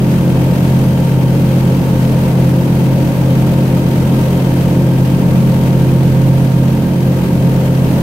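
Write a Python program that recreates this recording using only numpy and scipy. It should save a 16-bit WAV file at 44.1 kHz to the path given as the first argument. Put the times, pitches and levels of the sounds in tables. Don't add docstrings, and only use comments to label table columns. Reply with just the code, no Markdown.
import sys
import numpy as np
from scipy import signal
from scipy.fft import rfft, irfft
from scipy.io import wavfile

SR = 44100
rng = np.random.default_rng(int(sys.argv[2]) if len(sys.argv) > 2 else 0)


def file_out(sig):
    cols = np.atleast_2d(sig).T
    lim = np.clip(cols, -1, 1)
    pcm = np.round(lim * 32767).astype(np.int16)
    wavfile.write(sys.argv[1], SR, pcm)


N = 353682
TIME = np.arange(N) / SR

# order (multiple of the engine cycle rate), relative_level_db
EXHAUST_ORDERS = [(3, -35.9), (4, -50.1), (5, -36.3), (6, -36.0), (7, -32.9), (8, -13.4), (9, -27.5),
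                  (10, -21.7), (11, -18.9), (12, -35.1), (13, -34.5), (14, -41.3), (15, -38.5), (16, -26.7),
                  (17, -35.7), (18, -30.1), (19, -36.9), (20, -41.6), (21, -36.1), (22, -42.8), (24, -36.1),
                  (26, -49.4), (28, -42.8), (29, -44.8), (30, -43.5), (31, -45.9), (32, -31.3), (33, -41.4),
                  (34, -42.5), (36, -46.1), (37, -46.8), (38, -47.6), (42, -49.6), (56, -38.7), (57, -47.7)]
# time_s, gain_db
DRONE_SWELL = [(0.0, -1.2), (1.5, 0.3), (2.1, -1.2), (2.4, 0.9), (3.3, -0.3), (3.6, 1), (3.8, -1.8),
               (4.7, -0.9), (4.8, 2.5), (5.0, -1), (6.2, 3.0), (6.9, -1.8), (7.8, 0.9), (8.02, -4.5)]
# time_s, gain_db
THROB_SWELL = [(0.0, -0.1), (1.6, -0.5), (3.1, -0.5), (3.3, -1.8), (5.5, 2.5), (6.1, -2), (8.02, 1)]


def exhaust(cycles, load_db, firing_order=8, rasp_order=24):
    drone_db, throb_db = curve(DRONE_SWELL), curve(THROB_SWELL)
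    swell_db = {firing_order: drone_db, 10: drone_db, 11: throb_db}
    out = np.zeros((2, N))
    for order, level_db in EXHAUST_ORDERS:
        phase_turns = order * cycles + 0.5 - 27 / 128 * order ** 2
        lift_db, wander, spread = (0.26, 0.12, 0.071) if order == firing_order else (0.63, 0.23, 0.13)
        change_db = load_db if order >= rasp_order else swell_db.get(order, 0)
        out += partial(phase_turns, level_db + lift_db + change_db, wander, spread, width_hz=9)
    return out


# harmonic (multiple of the blade-pass rate), relative_level_db
BLADE_HARMONICS = [(1, -32.8), (2, -27.4), (3, -30.0), (4, -24.7), (5, -22.0), (6, -37.8), (7, -29.9),
                   (8, -30.1), (9, -39.7), (10, -36.5), (11, -42.3), (12, -39.3), (13, -39.4), (14, -45.7),
                   (15, -48.1), (16, -44.7)]


def propeller(passes, load_db, lift_db=0.3, load_follow=0.95):
    out = np.zeros((2, N))
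    for harmonic, level_db in BLADE_HARMONICS:
        phase_turns = harmonic * passes + rng.random()
        loaded_db = level_db + lift_db + load_follow * load_db
        wander = 0.12 * np.sqrt(harmonic)
        out += partial(phase_turns, loaded_db, wander, spread=0.015 * harmonic, width_hz=8)
    return out


# frequency_hz, relative_density_db
ROAR_SPECTRUM = [(20, -23), (38, -20), (60, -15), (100, -9.5), (140, -6), (190, -6), (260, -6), (400, -10),
                 (530, -9), (680, -14.5), (830, -15), (930, -15), (1010, -19.5), (1500, -29.5),
                 (3000, -41.5)]
# frequency_hz, correlation (0 to 1)
ROAR_CORRELATION = [(60, 0.86), (200, 0.83), (400, 1), (700, 0.66), (1300, 0.19), (2500, 0)]


def roar(cycles, passes, load_db, level_db=-22, lope_db=0.8, chop_db=0.6, load_follow=0.97):
    left, independent = rfft(rng.standard_normal((2, N)))
    correlation = spectra(ROAR_CORRELATION)[0]
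    right = correlation * left + np.sqrt(1 - correlation ** 2) * independent
    noise = irfft(np.array([left, right]) * gain(spectra(ROAR_SPECTRUM)), N)
    pulse_db = lope_db * cosine(cycles) + chop_db * cosine(2 * passes)
    return gain(level_db + load_follow * load_db) * unit_rms(noise * gain(pulse_db))


# frequency_hz, left_relative_density_db, right_relative_density_db
AIR_SPECTRUM = [(300, -20, -16), (1000, 0, -6), (1420, 0, 0), (2000, -1.5, -2), (2660, 0.5, -3),
                (3460, -5, -7.5), (4480, -6.5, -10), (5400, -8.5, -16), (6520, -8.5, -14),
                (7200, -17, -13.5), (8600, -32.5, -7.5), (10000, -24.5, -14), (12070, -15, -6.5),
                (16100, -18.5, -17)]


def tip_hiss(cycles, passes, rush_db, trim_db=-3, chop_db=1.0, slap_db=1.65, lope_db=0.14):
    noise = irfft(rfft(rng.standard_normal((2, N))) * gain(spectra(AIR_SPECTRUM)), N)
    swing = cosine(passes)
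    slap = ((1 + swing) / 2) ** 16
    blade_db = chop_db * swing + slap_db * slap
    engine_db = lope_db * (cosine(cycles) + cosine(2 * cycles))
    gust_db = 1.16 * upsample(drift(width_hz=45).real)
    return gain(rush_db + trim_db) * unit_rms(noise * gain(blade_db + engine_db + gust_db))


def air_crackle(load_db, level_db=-49, bursts_per_s=900, spread_db=5.5, highpass_hz=8500):
    sizes = gain(spread_db * np.minimum(rng.exponential(1, (2, N)), 4))
    signs = rng.choice([-1, 1], (2, N))
    onsets = rng.random((2, N)) < bursts_per_s / SR
    bursts = irfft(rfft(sizes * signs * onsets) * gain(spectra(AIR_SPECTRUM)), N)
    treble = signal.lfilter(*signal.butter(2, highpass_hz, "high", fs=SR), bursts)
    return gain(level_db + load_db) * unit_rms(treble)


# order (multiple of the engine cycle rate), width_hz, left_db, right_db
MESH_TONES = [(96.7, 26, -44.5, -50), (191.6, 36, -46, -51.5), (292, 40, -56, -63)]
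# time_s, gain_db
WHINE_SWELL = [(0, 1), (1.2, 0.5), (2.3, -3.5), (4.2, 1.5), (5, -0.5), (6.6, -3), (8.02, -1)]


def drive_whine(cycles):
    out = np.zeros((2, N))
    for order, width_hz, *levels_db in MESH_TONES:
        mesh = np.exp(2j * np.pi * order * cycles)
        for channel, level_db in enumerate(levels_db):
            band = (mesh * upsample(drift(width_hz))).real
            out[channel] += gain(level_db) * unit_rms(band)
    return out * gain(curve(WHINE_SWELL))


def partial(phase_turns, level_db, wander, spread, width_hz, left_delay_s=8e-5):
    common = 1 + wander * drift(width_hz)
    side = spread * drift(width_hz=1.3)
    pitch_hz = (phase_turns[-1] - phase_turns[0]) * SR / N
    delay = np.exp(-2j * np.pi * pitch_hz * left_delay_s)
    carrier = np.sqrt(2) * gain(level_db) * np.exp(2j * np.pi * phase_turns)
    envelopes = delay * (common + side), common - side
    return np.array([(carrier * upsample(unit_rms(envelope))).real for envelope in envelopes])


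def drift(width_hz, size=4096):
    hz = np.fft.fftfreq(size, N / SR / size)
    white = rng.standard_normal(size) + 1j * rng.standard_normal(size)
    return unit_rms(np.fft.ifft(white / (1 + (2 * hz / width_hz) ** 2)))


def upsample(coarse):
    return np.interp(TIME, np.linspace(0, N / SR, len(coarse)), coarse)


def curve(rows):
    return np.interp(TIME, *np.transpose(rows))


def spectra(rows):
    frequency_hz, *columns = np.transpose(rows)
    bin_hz = np.fft.rfftfreq(N, 1 / SR)
    return np.array([np.interp(np.log(bin_hz + 1), np.log(frequency_hz + 1), c) for c in columns])


def cosine(turns):
    return np.cos(2 * np.pi * turns)


def gain(db):
    return 10 ** (np.asarray(db) / 20)


def unit_rms(x):
    return x / np.sqrt(np.mean(np.abs(x) ** 2) + 1e-20)


# time_s, cycle_rate_hz
ENGINE_SPEED = [(0.0, 16.357), (1.4, 16.401), (1.7, 16.404), (2.0, 16.346), (3.0, 16.474), (3.7, 16.381),
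                (4.2, 16.433), (4.9, 16.33), (5.4, 16.409), (6.9, 16.478), (7.8, 16.342), (8.02, 16.421)]
# time_s, relative_level_db
AIR_RUSH = [(0.0, -29), (0.7, -28), (1.2, -29.4), (2.2, -28), (2.5, -29.0), (3.4, -28.4), (4.0, -28.5),
            (4.2, -27), (4.4, -28.5), (4.7, -27.5), (4.8, -29.5), (5.4, -28.5), (7.0, -30.5), (7.2, -29.0),
            (7.8, -29.1), (8.02, -27)]


def scene(passes_per_cycle=2.6182):
    cycles = np.cumsum(curve(ENGINE_SPEED)) / SR
    passes = cycles * passes_per_cycle
    rush_db = curve(AIR_RUSH)
    load_db = rush_db - rush_db.mean()
    tones = exhaust(cycles, load_db) + propeller(passes, load_db) + drive_whine(cycles)
    noise = roar(cycles, passes, load_db) + tip_hiss(cycles, passes, rush_db) + air_crackle(load_db)
    return tones + noise


def record(dry, cutoff_hz=15800):
    rounded = dry / (1 + dry ** 10) ** (1 / 10)
    lowpass = signal.firwin(1023, cutoff_hz, window=("kaiser", 9), fs=SR)
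    return signal.oaconvolve(rounded, lowpass[None], "same")


dry = scene()
out = record(dry)
file_out(out)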